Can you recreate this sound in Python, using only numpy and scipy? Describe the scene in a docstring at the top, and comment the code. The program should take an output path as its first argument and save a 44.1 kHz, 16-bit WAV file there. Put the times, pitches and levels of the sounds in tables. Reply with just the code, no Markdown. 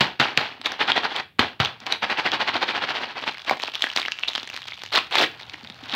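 """Dry noodles in a foil-lined packet

A finger slaps the air-filled packet five times: film cracks over a damped bounce of the trapped air.
After the third slap and again after the fifth the dry noodles are shaken, clicks swelling at each stroke.
The film is pinched and crackles, each flipping crease being a brief crack with a ringing facet.
The seam rips open in two pulls, a fast run of tiny breaks, and the open packet rustles.
All of it is heard close by in a small room, over a quiet hiss, a rumble and a low drone."""
import sys
import numpy as np
from scipy import signal
from scipy.fft import rfft, irfft
from scipy.io import wavfile

SR = 44100
rng = np.random.default_rng(int(sys.argv[2]) if len(sys.argv) > 2 else 0)


def dump_mix(stems):
    """Bounce the given channels to the path in sys.argv[1] as a 16-bit WAV at rate SR."""
    frames = np.atleast_2d(stems).T  # one column per channel
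    limited = np.clip(frames, -1, 1)  # hard clip at full scale
    pcm = np.round(limited * 32767).astype(np.int16)
    wavfile.write(sys.argv[1], SR, pcm)


N = 262395

# Levels in the tables are relative: the source functions add their own trims.
# quiet-room noise spectrum: frequency_hz, level_db
HUSH_SPECTRUM = [(25, -17), (60, 3.5), (105, -1.5), (180, -3), (1000, -24), (3500, -16), (6000, -40),
                 (10000, -36), (15000, -31)]
# low drone that comes and goes: time_s, level_db
DRONE_LEVEL = [(0, -68), (2.3, -60.5), (4.2, -66.5), (4.6, -57.5), (5.95, -55)]
# reverberation of the room: frequency_hz, t60_s
ROOM_DECAY = [(100, 0.34), (250, 0.27), (800, 0.17), (3000, 0.24), (6000, 0.18), (14000, 0.36)]
# soft bumps of the hands on the packet: start_s, level_db, pitch_hz
BUMPS = [(0.597, -42, 264), (1.203, -40, 318), (1.818, -43, 222), (5.537, -40.5, 304), (5.633, -39, 220),
         (5.701, -39.5, 192), (5.829, -37, 268), (5.934, -28, 250)]
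# spectrum of flipping film: frequency_hz, level_db
FILM_SPECTRUM = [(40, -70), (100, -33), (250, -8), (500, -9), (800, -3), (1200, -5), (2400, -2.5),
                 (3700, -1), (4400, -4.5), (5500, -8.5), (7500, -21.5), (10000, -32), (15000, -31)]
# effort of the fingers working the film: time_s, level_db
FINGER_EFFORT = [(3.2, -42.5), (3.6, -41), (3.88, -37), (4.17, -46), (4.33, -36.5), (4.47, -43.5),
                 (4.9, -45), (5.35, -50), (5.79, -49.5), (5.95, -28)]
# folds collapsing in clumps of small creases: peak_s, level_db, half_length_s
FOLD_COLLAPSES = [(0.665, -23, 0.0091), (3.636, -29, 0.017), (3.676, -30, 0.0097), (3.758, -30.5, 0.0099),
                  (3.83, -26, 0.009), (3.982, -22, 0.015), (4.285, -16, 0.0052), (4.193, -34.5, 0.0087),
                  (4.354, -28.5, 0.008), (4.567, -32, 0.02), (4.679, -34.5, 0.02), (5.41, -36, 0.014),
                  (5.539, -34.5, 0.005), (5.645, -37, 0.011)]
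# large creases snapping through: time_s, level_db, facet_pitch_hz, ring_to_crack_db
SNAPS = [(0.614, -22, 3670, -13), (0.719, -16.5, 1720, -8), (0.918, -3, 3300, 19), (0.976, -7, 865, 15),
         (1.162, -12.5, 3330, 0.5), (1.648, -9.5, 2890, -4.5), (1.657, -9.5, 3400, 4),
         (1.802, -30.5, 2930, -11), (1.865, -14, 1540, -13), (1.923, -4, 3930, -3.5), (2.317, -11, 3380, 0),
         (3.293, -14.5, 2920, -5), (3.348, -24, 2120, 8), (3.393, -27.5, 3480, 2),
         (3.495, -5.5, 2140, -4.5), (3.51, -2.5, 790, 7.5), (3.598, -18, 2500, -4),
         (3.631, -14.5, 3170, 18), (3.683, -19.5, 1010, 15), (3.753, -12.5, 3200, -4.5),
         (3.821, -4.5, 3280, -1.5), (3.84, -6, 1770, -3), (3.868, -15, 1770, 23), (3.9, -18, 2920, 14),
         (3.962, -8, 3320, -13), (3.973, -7.5, 3670, -7), (3.997, -18, 3550, -15), (4.016, -14.5, 3730, -2),
         (4.028, -16.5, 2260, 2), (4.051, -14, 2180, 15), (4.059, -14.5, 2840, 0), (4.082, -11, 1830, 7),
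         (4.119, -10.5, 2750, 1), (4.234, -7.5, 2850, 20), (4.282, -11.5, 3800, 5), (4.351, -10, 3300, -2),
         (4.378, -13.5, 2800, -4.5), (4.43, -19, 3600, -11), (4.474, -22, 1740, -8),
         (4.499, -19.5, 2800, -3.5), (4.542, -22, 4170, -10), (4.563, -18, 1690, -14),
         (4.618, -24, 3900, -25), (4.682, -20, 2900, -12), (4.72, -20, 2170, 25), (4.733, -23.5, 3470, 14),
         (4.818, -23, 3500, -8), (4.835, -20, 2900, -21), (4.861, -23, 3100, -12), (4.957, -6.5, 3730, -3),
         (4.977, -7.5, 1230, 1), (4.987, -6.5, 2700, 13), (5.124, -15, 3430, 9), (5.142, -15, 2860, 4),
         (5.154, -4, 895, -1), (5.184, -3, 3660, -2), (5.213, -8.5, 750, -2), (5.237, -14, 3660, -16),
         (5.496, -23.5, 2270, -5), (5.672, -27.5, 3750, 1), (5.699, -24, 4030, -12)]
# spectrum of the tearing seam: frequency_hz, level_db
SEAM_SPECTRUM = [(40, -45), (120, -21), (300, -2.5), (550, -7.5), (800, -3.5), (1200, -6), (2700, -7),
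                 (3700, -5), (5200, -8.5), (7400, -20), (10300, -30.5), (15000, -29)]
# pulls that open the seam: start_s, length_s, full_force_db, scattered_noodles_db
PULLS = [(4.919, 0.057, -16.5, -30), (5.11, 0.13, -17.5, -44)]
# spectrum of noodles hitting film: frequency_hz, level_db
NOODLE_SPECTRUM = [(40, -54), (90, -17), (140, -15), (250, -6), (550, -6), (820, 1), (1200, -4), (1600, -2),
                   (3300, -5), (4300, -9), (5500, -18), (7500, -34.5), (11000, -46.5), (15000, -43.5)]
# bouts of shaking: first_landing_s, length_s, first_beat_s, beat_shortening_s, start_db, fade_db
SHAKES = [(0.815, 0.32, 0.0795, 0.00097, -16, 17.5), (2.038, 1.01, 0.0772, 0.00097, -20, 8)]
# single drops of the noodles: tips, turns and the last weak stroke of the shaking:
# peak_s, level_db, half_length_s
DROPS = [(0.662, -28.5, 0.012), (0.718, -34, 0.037), (1.172, -26.5, 0.018), (1.201, -26, 0.0065),
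         (1.832, -43.5, 0.017), (1.871, -27.5, 0.0066), (1.924, -27, 0.024), (3.104, -34.5, 0.02),
         (3.182, -29, 0.016), (3.234, -29, 0.0086), (3.28, -22.5, 0.0091), (3.485, -27.5, 0.012),
         (3.524, -27, 0.012)]
# loose crumbs shifting as the opened packet is handled: time_s, level_db
SHIFTING = [(5.28, -48), (5.78, -52), (5.92, -40.5), (5.95, -27.5)]
# spectrum of a slap on the film: frequency_hz, level_db
SLAP_SPECTRUM = [(40, -10.5), (100, -0.5), (250, -2), (450, -7), (800, -0.5), (1400, -1.5), (3000, 0),
                 (4200, -1.5), (5500, -18.5), (7500, -26.5), (10000, -41), (15000, -36)]
# finger slaps: time_s, crack_db, crack_decay_s, thump_db, thump_hz, scattered_noodles_db, settle_db_per_s
SLAPS = [(0.0072, -1.5, 0.011, -12.5, 202, -17.5, 206), (0.1984, -2.5, 0.0095, -18.5, 146, -15.5, 162),
         (0.3747, -2.5, 0.003, -21, 165, -21, 133), (1.3927, -1.5, 0.0055, -14, 240, -14.5, 244),
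         (1.6008, -6, 0.0066, -15.5, 116, -19, 192)]

EDGE_HZ = 15800  # upper band limit
# a pull starts this much weaker, builds, and lets go with a jolt
SLACK_DB, LET_GO_S, PULL_SETTLE_DB_PER_S = -12, 0.012, 196
TIRING = 3.73  # the shaking holds its strength, then fades with this power of the time
# half length of a firm landing; loose crumbs slide on after it and settle
LAND_S, SLIDE_DB, SETTLE_DB_PER_S = 0.012, -12, 146
FIRM_DB, SMEAR = -20, 0.49  # the weaker a stroke is than FIRM_DB, the more its landing is spread out
# by chance a stroke lands looser, so weaker (dB) and longer (share), or tighter, the reverse
UNEVEN_DB, UNEVEN_SPREAD = 1.0, 0.25
DROP_SLIDE_DB, DROP_SETTLE_DB_PER_S = -22, 208  # the same sliding after a single drop
SCATTER_RISE_S = 0.0081  # time constant with which the sound of thrown crumbs builds


def gain_of(db):
    """Logarithmic law of level: decibels to amplitude."""
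    return 10 ** (np.asarray(db) / 20)


def unit(x):
    """Energy normalisation: scales the sum of squares to 1."""
    return x / np.sqrt(np.sum(x ** 2) + 1e-20)


def read(points, hz):
    """Interpolation of a spectrum on a log-frequency axis."""
    f, value = np.transpose(points)
    return np.interp(np.log(hz + 1), np.log(f + 1), value)


def level(rows):
    """Level curve as amplitude at every sample, virtually silent outside its span."""
    s, db = np.transpose(rows)
    return gain_of(np.interp(np.arange(N) / SR, s, db, left=-120, right=-120))


def add(mix, s, sound):
    """Superposition: mixes a sound in at time s."""
    part = mix[max(round(s * SR), 0):][:len(sound)]
    part += sound[:len(part)]


def colour(x, points, size=2048):
    """Minimum-phase filtering: a causal response lets clicks keep their sharp front."""
    log_gain = np.log(gain_of(read(points, abs(np.fft.fftfreq(size, 1 / SR)))))
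    taps = np.fft.ifft(np.exp(np.conj(signal.hilbert(log_gain)))).real
    return signal.oaconvolve(x, unit(taps[:size // 2]))[:len(x)]


def facet(hz, ring_db, ring_s, crack_s=0.00034, size=1024):
    """Impulse excitation: a crease flips with a brief crack and the film beside it rings for a few cycles."""
    t = np.arange(size) / SR
    crack = unit(rng.standard_normal(size) * np.exp(-t / crack_s))
    ring = unit(np.exp(-t / ring_s) * np.sin(2 * np.pi * hz * t))
    return unit(crack + gain_of(ring_db) * ring)


def crackle(per_s, spread_db, ring_db, ring_s, spectrum, steady_s, variety_db=9, count=30):
    """Shot noise: random clicks of many sizes and pitches, held near rms 1 over steady_s."""
    chance = rng.random(N)
    size = np.minimum(rng.exponential(1, N), 4)
    which = rng.integers(0, count, N)
    clicks = (chance < per_s / SR) * gain_of(spread_db * size) * rng.choice([-1, 1], N)
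    # three ring strengths take turns over the pitches
    bank = np.array([facet(hz, ring_db + variety_db * (k % 3 - 1), ring_s)
                     for k, hz in enumerate(np.linspace(450, 4600, count))])
    at = np.flatnonzero(clicks)
    places = at[:, None] + np.arange(bank.shape[1])
    sounds = clicks[at, None] * bank[which[at]]
    out = np.bincount(places.ravel(), sounds.ravel(), N)[:N]
    out = colour(out, spectrum)
    window = signal.windows.hann(int(steady_s * SR))
    power = abs(signal.oaconvolve(out ** 2, window / window.sum(), "same"))
    return out / np.sqrt(power + 1e-4 * np.mean(out ** 2))


def hush(hush_db=-62):
    """Stationary noise: the quiet room is a low rumble under faint hiss."""
    return gain_of(hush_db) * np.sqrt(N) * unit(colour(rng.standard_normal(N), HUSH_SPECTRUM))


def drone(drone_hz=105):
    """Band-filtered noise: a low drone about an octave wide with a slowly moving level."""
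    octaves = np.log2((np.fft.rfftfreq(N, 1 / SR) + 1) / drone_hz)
    band = irfft(rfft(rng.standard_normal(N)) / (1 + (2 * octaves) ** 2), N)
    return level(DRONE_LEVEL) * np.sqrt(N) * unit(band)


def room(x, tail_db=-9, echo_db=-18, echo_s=.0132, build_s=0.022, soak_db=-5, size=22050):
    """Reverberation: one clear reflection, then a short tail of sparse taps that dies band by band."""
    taps = rng.choice([-1., 1.], size) * (rng.random(size) < 3000 / SR)
    hz, t, z = signal.stft(taps, SR, nperseg=256)
    decay = gain_of(-60 * t / read(ROOM_DECAY, hz)[:, None])
    tail = signal.istft(z * decay, SR, nperseg=256)[1][:size]
    build = 1 - np.exp(-np.arange(size) / SR / build_s)
    response = gain_of(tail_db) * unit(tail * build)
    add(response, echo_s, gain_of([echo_db]))
    # the surroundings soak up the top octaves
    soak = gain_of(np.interp(np.fft.rfftfreq(size, 1 / SR), [4500, 9000], [0, soak_db]))
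    return x + signal.oaconvolve(x, irfft(rfft(response) * soak, size))[:N]


def thud(hz, decay_s, rise_s, size=6000):
    """Damped oscillation: trapped air bounces for a few cycles; the sound follows the film's speed."""
    t = np.arange(size) / SR
    bulge = np.sin(2 * np.pi * hz * t) * np.exp(-t / decay_s) * (1 - np.exp(-t / rise_s))
    return np.gradient(bulge) * SR / (2 * np.pi * hz)


def bumps(bump_db=6, decay_s=0.0073, rise_s=0.0021):
    """Soft excitation: a push sounds the air inside without cracking the film."""
    out = np.zeros(N)
    for s, db, hz in BUMPS:
        add(out, s, gain_of(db + bump_db) * thud(hz, decay_s, rise_s))
    return out


def ticks(tick_db=24, spread_db=2.0, taut_hz=500):
    """Random buckling: middling creases in pinched film flip with a dry tick, as hard as it is worked."""
    per_s, ring_db, ring_s = 28, -3, .0008
    out, effort = np.zeros(N), level(FINGER_EFFORT)
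    for k, (when, pitch, strength) in enumerate(rng.random((int(per_s * N / SR), 3))):
        s = (k + when) / per_s
        click = facet(900 + 3000 * pitch, ring_db, ring_s)
        gain = gain_of(tick_db + spread_db * (2 * strength - 1))
        add(out, s, effort[int(s * SR)] * gain * click)
    return signal.lfilter(*signal.butter(1, taut_hz, "high", fs=SR), colour(out, FILM_SPECTRUM))


def bell(s, db, half_s):
    """Gaussian envelope: power of a bell-shaped burst."""
    return gain_of(db) ** 2 * np.exp(-np.minimum(((np.arange(N) / SR - s) / half_s) ** 2, 100))


def straining():
    """Power addition: crinkle amplitude from the fingers' effort and the folds that collapse."""
    return np.sqrt(level(FINGER_EFFORT) ** 2 + sum(bell(*row) for row in FOLD_COLLAPSES))


def crinkle(crinkle_db=-1.5, taut_hz=700):
    """Stick-slip: small creases keep flipping under the fingers, in clumps where a fold collapses."""
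    ring_s, slip_db, slip_s = .0007, 3, .012
    grains = crackle(per_s=520, spread_db=4.0, ring_db=-2.0, ring_s=ring_s,
                     spectrum=FILM_SPECTRUM, steady_s=0.11)
    # small, tightly pinched patches radiate little bass
    grains = signal.lfilter(*signal.butter(1, taut_hz, "high", fs=SR), grains)
    # the fingertips stick and slip, so the strain comes in short fits
    knots = np.arange(0, N, slip_s * SR)
    slips = np.clip(rng.standard_normal(len(knots)), -2, 2)
    fits = gain_of(slip_db * np.interp(np.arange(N), knots, slips))
    return gain_of(crinkle_db) * straining() * fits * grains


def snaps(ring_s=0.00089, flutter_db=-8, flutter_s=0.0024, snap_db=13, lag_s=0.001002,
          creep_db=-22, size=1024):
    """Snap-through: a large crease creeps, flips, rings its facet and leaves the sheet fluttering."""
    out, t = np.zeros(N), np.arange(size) / SR
    creep_s = .005  # the creep sounds this long ahead of the tabled time
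    for s, db, hz, ring_db in SNAPS:
        shape = np.exp(-t / flutter_s) * (1 - np.exp(-t / flutter_s))
        flutter = unit(rng.standard_normal(size) * shape)
        sheet = signal.unit_impulse(size) + gain_of(flutter_db) * flutter
        flip = signal.fftconvolve(facet(hz, ring_db, ring_s), sheet)[:size]
        add(out, s + lag_s, gain_of(db + snap_db) * unit(colour(flip, FILM_SPECTRUM)))
        add(out, s - creep_s, gain_of(db + snap_db + creep_db) * unit(colour(flutter, FILM_SPECTRUM)))
    return out


def pulling():
    """Build-up and release: each pull grows to full force and dies as the seam lets go."""
    out, t = np.zeros(N), np.arange(N) / SR
    for s, length, db, _ in PULLS:
        force = gain_of(db + SLACK_DB * np.maximum(1 - t / length, 0) ** 2)
        release = np.exp(-np.maximum(t - length, 0) / LET_GO_S)
        add(out, s, force * release)
    return out


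def rip(rip_db=0, sealed_hz=420):
    """Progressive fracture: the seam parts in a quick run of tiny, uneven breaks."""
    breaks = crackle(per_s=1700, spread_db=3.3, ring_db=7, ring_s=0.00075,
                     spectrum=SEAM_SPECTRUM, steady_s=0.037)
    # the second pull frees a wide flap of film, which adds the bass
    thin = signal.sosfiltfilt(signal.butter(2, sealed_hz, "high", fs=SR, output="sos"), breaks)
    opened = np.interp(np.arange(N) / SR, [5.14, 5.21], [0, 1])
    return gain_of(rip_db) * pulling() * (thin + opened * (breaks - thin))


def settling(s, db, db_per_s):
    """Exponential decay: power of crumbs that are thrown up at time s, come down and settle."""
    t = np.maximum(np.arange(N) / SR - s, 0)
    return (gain_of(db - db_per_s * t) * (1 - np.exp(-t / SCATTER_RISE_S))) ** 2


def strokes(count=20):
    """Quickening oscillation: landings (time_s, level_db, half_length_s) weaken, blur and vary by chance."""
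    rows, k = [], np.arange(count)
    for start, length, beat, quicken, first_db, fade_db in SHAKES:
        after = k * beat - quicken * k * (k - 1) / 2
        for s, loose in zip(after[after < length], rng.uniform(-1.02, 1, count)):
            db = first_db - fade_db * (s / length) ** TIRING
            half = LAND_S * gain_of(SMEAR * (FIRM_DB - db))
            rows.append((start + s, db - UNEVEN_DB * loose, half * (1 + UNEVEN_SPREAD * loose)))
    return rows


def agitation():
    """Power addition: every stroke, drop, slap and pull throws the noodles, and they settle."""
    power = level(SHIFTING) ** 2
    for s, db, half in strokes():
        power += bell(s, db, half) + settling(s, db + SLIDE_DB, SETTLE_DB_PER_S)
    for s, db, half in DROPS:
        power += bell(s, db, half) + settling(s, db + DROP_SLIDE_DB, DROP_SETTLE_DB_PER_S)
    for s, *_, db, db_per_s in SLAPS:
        power += settling(s, db, db_per_s)
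    for s, length, _, db in PULLS:
        power += settling(s + length, db, PULL_SETTLE_DB_PER_S)
    return np.sqrt(power)


def noodles(noodles_db=0.5):
    """Granular impact: dry crumbs hit the film together at each stroke, and slide in between."""
    grains = crackle(per_s=2600, spread_db=2.5, ring_db=-6, ring_s=0.00069,
                     spectrum=NOODLE_SPECTRUM, steady_s=0.14)
    return gain_of(noodles_db) * agitation() * grains


def slaps(thump_s=0.0059, thump_rise_s=0.00053, crack_db=16, brush_db=-27, brush_s=.006, size=6000):
    """Impact on an air cushion: a finger brushes the film, buckles many creases at once and bounces."""
    out, t = np.zeros(N), np.arange(size) / SR
    for s, db, crack_s, thump_db, hz, *_ in SLAPS:
        # a faint brush leads up to the blow
        force = np.where(t < brush_s, gain_of(brush_db), np.exp(-(t - brush_s) / crack_s))
        crack = unit(colour(rng.standard_normal(size) * force, SLAP_SPECTRUM))
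        add(out, s - brush_s, gain_of(db + crack_db) * crack)
        add(out, s, gain_of(thump_db) * thud(hz, thump_s, thump_rise_s))
    return out


def scene():
    """Superposition: the packet sounds in the room over the background."""
    packet = slaps() + bumps() + noodles() + snaps() + ticks() + crinkle() + rip()
    return (room(packet) + hush() + drone())[None]


def record(dry, low_cut_hz=72):
    """Transduction: the microphone drops deep bass and rounds off the loudest cracks; then the band limit."""
    thin = signal.sosfilt(signal.butter(4, low_cut_hz, "high", fs=SR, output="sos"), dry)
    held = thin / (1 + thin ** 8) ** (1 / 8)
    band_limit = signal.firwin(511, EDGE_HZ, window=("kaiser", 9), fs=SR)
    return signal.oaconvolve(held, band_limit[None], "same")


dry = scene()
out = record(dry)
dump_mix(out)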